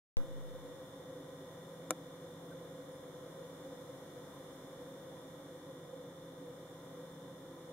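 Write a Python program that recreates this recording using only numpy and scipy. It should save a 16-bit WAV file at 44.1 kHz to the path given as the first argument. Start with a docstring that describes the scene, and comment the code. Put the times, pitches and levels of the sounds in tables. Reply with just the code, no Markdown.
"""A moment of silence, then a soft pop as the recorder opens on a quiet garden: a dull rush of air,
microphone hiss and the hum of an unseen machine, likely a compressor with a fan. Its shaft gives a stack
of harmonics and its airflow stirs hollow, throbbing resonances. Faint brushing sounds come and go, and
one sharp plastic click rings a casing right by the microphone. Three narrow notches thin the treble."""
import sys
import numpy as np
from scipy import signal
from scipy.fft import rfft, irfft
from scipy.io import wavfile
from scipy.ndimage import uniform_filter1d

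SR = 44100
rng = np.random.default_rng(int(sys.argv[2]) if len(sys.argv) > 2 else 0)


def master_out(mix):
    """Clip the mix to full scale and print it as 16-bit PCM to the path in sys.argv[1]."""
    frames = np.transpose(np.atleast_2d(mix))
    ceiling = np.clip(frames, -1, 1)
    pcm = np.round(ceiling * 32767).astype(np.int16)
    wavfile.write(sys.argv[1], SR, pcm)


N = 340452
TIME = np.arange(N) / SR
FREQ = np.fft.rfftfreq(N, 1 / SR)
OPEN_S = 0.1695


def undb(db):
    """Decibels to gain."""
    return 10 ** (np.asarray(db) / 20)


def stereo(mid, side):
    """Left and right from mid and side."""
    return np.array([mid + side, mid - side])


def colour(hz, db):
    """EQ curve: gain per frequency through the given points."""
    return undb(np.interp(np.log(FREQ + 1), np.log(hz), db))


def hump(hz, width):
    """Gain per frequency of a steep resonance, half power at the edges of its width."""
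    return 2 ** (-2 * ((FREQ - hz) / width) ** 2)


def noise(gain):
    """Noise whose amplitude per root Hz follows gain."""
    return irfft(rfft(rng.standard_normal(N)) * gain, N) * np.sqrt(SR / 2)


def unit(x):
    """Scale to a standard deviation of 1."""
    return x / np.std(x)


def walk(rate):
    """Smooth random wander of spread 1, about rate turns a second."""
    hold = int(SR / rate)
    steps = np.repeat(rng.standard_normal(N // hold + 1), hold)
    return unit(uniform_filter1d(uniform_filter1d(steps, hold), hold)[:N])


def tone(phase, mid_db, side_db, waver_db):
    """A wavering sine; standing waves bring it to the two microphone ports out of step."""
    amplitude = np.sqrt(2) * undb(waver_db * walk(5))
    phase = phase + rng.uniform(0, 2 * np.pi)
    return amplitude * stereo(undb(mid_db) * np.sin(phase), undb(side_db) * np.cos(phase))


def opening_pop(left_db=-24, right_db=-25.2, settle_s=0.091, swing_s=0.099):
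    """The input's offset, a soft pop once gated on: it drains and swings a little past zero."""
    age = np.maximum(TIME - OPEN_S, 0)
    settling = (1 - age / swing_s) * np.exp(-age / settle_s)
    return np.array([[undb(left_db)], [-undb(right_db)]]) * settling


def air(swell_db=0.62):
    """A bed of rushing air and microphone hiss, centred in the bass and wide in the treble."""
    # noise spectrum: f/Hz, mid density/dB, side density/dB
    spectrum = [(25, -104, -110.6), (70, -96, -107.5), (128, -87.5, -102.5), (221, -87.5, -102.1),
                (352, -83, -101.5), (420, -86, -100.9), (644, -87, -100), (750, -90.5, -99.5),
                (1175, -92.5, -100.2), (1876, -101, -102), (3350, -105.5, -104.5), (5560, -107.7, -106.4),
                (10200, -109.7, -109.2), (15100, -115, -114.6)]
    hz, mid_db, side_db = np.transpose(spectrum)
    bed = stereo(noise(colour(hz, mid_db)), noise(colour(hz, side_db)))
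    return bed * undb(swell_db * walk(2.1))


def airflow_resonances():
    """The machine's turbulence rings a few weak, narrow resonances."""
    # resonant peaks: f/Hz, width/Hz, mid density/dB, side density/dB
    peaks = [(131.8, 16.4, -80, -103), (159, 5.9, -79.5, -100), (377.4, 36, -83.5, -104),
             (859, 32, -107, -90.5), (1022.5, 47, -87.5, -90.5), (3540, 250, -103, -102)]
    mid_power = sum((undb(db) * hump(hz, width)) ** 2 for hz, width, db, _ in peaks)
    side_power = sum((undb(db) * hump(hz, width)) ** 2 for hz, width, _, db in peaks)
    return stereo(noise(np.sqrt(mid_power)), noise(np.sqrt(side_power)))


def drone(hz, width, level_db, side_db, even_s):
    """One strong resonance, so narrow that its noise beats at random; the mid is levelled over even_s."""
    band = hump(hz, width)
    mid, side = noise(band), unit(noise(band))
    running_rms = np.sqrt(uniform_filter1d(mid ** 2, int(even_s * SR)))
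    return stereo(mid / running_rms, undb(side_db) * side) * undb(level_db)


def throb():
    """Two hollow drones throb unevenly; the upper one also swells and sinks slowly."""
    # slow swell and sink of the upper drone: t/s, level offset/dB
    swell = [(0.2, 1.5), (0.68, 3), (0.98, -1.5), (1.16, 4), (1.4, -1.5), (2.24, -2.6), (2.42, 0.8),
             (3.68, 1.7), (4.52, -3), (5.06, 1.2), (5.24, -2.2), (6.02, 2.5), (6.26, -4.5), (6.44, 3.5),
             (6.8, -6.5), (6.98, 3.3), (7.16, -2.4), (7.7, -1.2)]
    swell_db = np.interp(TIME, *np.transpose(swell))
    upper = drone(hz=512.2, width=42.8, level_db=-55.0 + swell_db, side_db=-13.5, even_s=0.28)
    lower = drone(hz=279.2, width=23.0, level_db=-59.5, side_db=-25.5, even_s=0.97)
    return upper + lower


def compressor(shaft_hz=49.04, drift=0.0002, flutter=0.00038, fade_db_per_s=-0.24, buzz_db=2.0):
    """Harmonics of one nearly steady shaft: a low hum and a thin buzz, both slowly easing."""
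    # shaft harmonics before buzz lift and fade: multiple, mid level/dB, side level/dB
    harmonics = [(1, -82.9, -109.7), (2, -73.8, -97.3), (3, -65.3, -89.7), (9, -77.7, -94.1),
                 (10, -62.1, -89.8), (11, -63.3, -91.5), (13, -76.4, -97.5), (19, -81.0, -96.1),
                 (25, -80.6, -99.7), (31, -86.2, -98.5), (34, -92.0, -87.0), (35, -85.0, -90.6),
                 (37, -86.6, -99.9), (38, -84.4, -94.7), (39, -77.1, -97.0), (62, -90.1, -104.1),
                 (66, -91.9, -91.4), (67, -86.0, -95.7), (68, -97.7, -84.7), (71, -79.8, -76.9),
                 (72, -78.4, -89.5), (73, -83.4, -86.2), (74, -80.9, -85.5), (75, -90.4, -85.3)]
    speed_hz = shaft_hz * (1 + drift * walk(1.48) + flutter * walk(25.03))
    angle = 2 * np.pi * np.cumsum(speed_hz) / SR
    top = harmonics[-1][0]  # the buzz lifts the highest harmonics most
    hum = sum(undb(buzz_db * k / top) * tone(k * angle, mid_db, side_db, waver_db=1.0)
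              for k, mid_db, side_db in harmonics)
    return hum * undb(fade_db_per_s * (TIME - TIME.mean()))


def fan_and_whine(drift=0.00097):
    """Fan tones and a thin electronic whine, each wandering slightly in pitch."""
    # lone tones: f/Hz, mid level/dB, side level/dB
    lines = [(166.5, -61.5, -91), (199.9, -69.5, -88), (331.5, -68, -101.8), (12100, -94, -80)]
    mix = 0
    for hz, mid_db, side_db in lines:
        phase = 2 * np.pi * np.cumsum(hz * (1 + drift * walk(12))) / SR
        mix += tone(phase, mid_db, side_db, waver_db=2.5)
    return mix


def brushes():
    """Faint brushing: short, bell-shaped swells of band noise."""
    # soft touches: t/s, half-length/s, f/Hz, width/Hz, level/dB
    touches = [(.207, 0.009, 1200, 500, -53.5), (2.52, 0.013, 1480, 170, -56.5),
               (2.94, .04, 9600, 800, -75), (3.04, .008, 1700, 1200, -68), (5.173, .008, 1700, 1200, -63)]
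    return sum(undb(db) * unit(noise(hump(hz, width))) * np.exp(-2 * ((TIME - at_s) / half_s) ** 2)
               for at_s, half_s, hz, width, db in touches)


def plastic_click(at_s=1.907, rise_s=0.00018, crack_db=-23, crack_t60=0.011, tail_db=-43, tail_t60=0.032):
    """A catch scrapes, snaps and leaves the casing ringing."""
    # casing modes: f/Hz, level/dB, t60/s
    modes = [(318, -31.5, 0.085), (516, -30, 0.07), (630, -32, 0.041), (738, -39, 0.081),
             (1043, -37.5, 0.034), (1333, -33, 0.04), (1610, -39.5, 0.032), (1700, -36.5, 0.02),
             (2320, -37.5, 0.032), (3590, -42.5, 0.039), (5460, -51, 0.014), (7500, -27, 0.011),
             (9200, -48, 0.056), (9700, -30.5, 0.012)]
    # colour of the crack: f/Hz, relative level/dB
    crack_eq = [(200, -12), (600, 4.5), (1700, 6.5), (2800, -4), (4400, -9), (5400, -2), (7200, 0.5),
                (8500, -4), (10000, -3.5), (12500, -10), (16000, -26)]
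    age = TIME - at_s - np.array([[0], [0.000025]])  # the left port hears it first
    after = np.maximum(age, 0)
    ring = sum(undb(db - 60 * after / t60) * np.sin(2 * np.pi * hz * after) for hz, db, t60 in modes)
    gain = colour(*np.transpose(crack_eq))
    spread = np.minimum(FREQ / 3500, 1)  # short waves differ between the ports
    grit = unit(stereo(noise(gain), noise(gain * spread)))
    attack = np.exp(np.minimum(age, 0) / rise_s)
    decay = undb(crack_db - 60 * after / crack_t60) + undb(tail_db - 60 * after / tail_t60)
    small_body = signal.butter(4, 275, "high", fs=SR, output="sos")  # too small to radiate bass
    return signal.sosfilt(small_body, ring + grit * attack * decay)


def scene():
    """The air bed and the machine, with one close click and faint brushes on top."""
    bed = air()
    machine = airflow_resonances() + throb() + compressor() + fan_and_whine()
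    return bed + machine + plastic_click() + brushes()


def record(dry, top_hz=15650):
    """The recorder: three treble notches, silence until the input pops open, and a steep top cut."""
    # notch filters: f/Hz, width/Hz, depth per pass (0-1)
    notches = [(2608, 380, .93), (4610, 440, .96), (7912, 230, .66)]
    for hz, width, depth in 2 * list(notches):  # each acts twice, so its walls are steep
        dry = dry - depth * signal.lfilter(*signal.iirpeak(hz, hz / width, fs=SR), dry)
    gated = (dry + opening_pop()) * (TIME > OPEN_S)
    top_cut = signal.ellip(10, 0.1, 70, top_hz, fs=SR, output="sos")
    return signal.sosfilt(top_cut, gated)


dry = scene()
out = record(dry)
master_out(out)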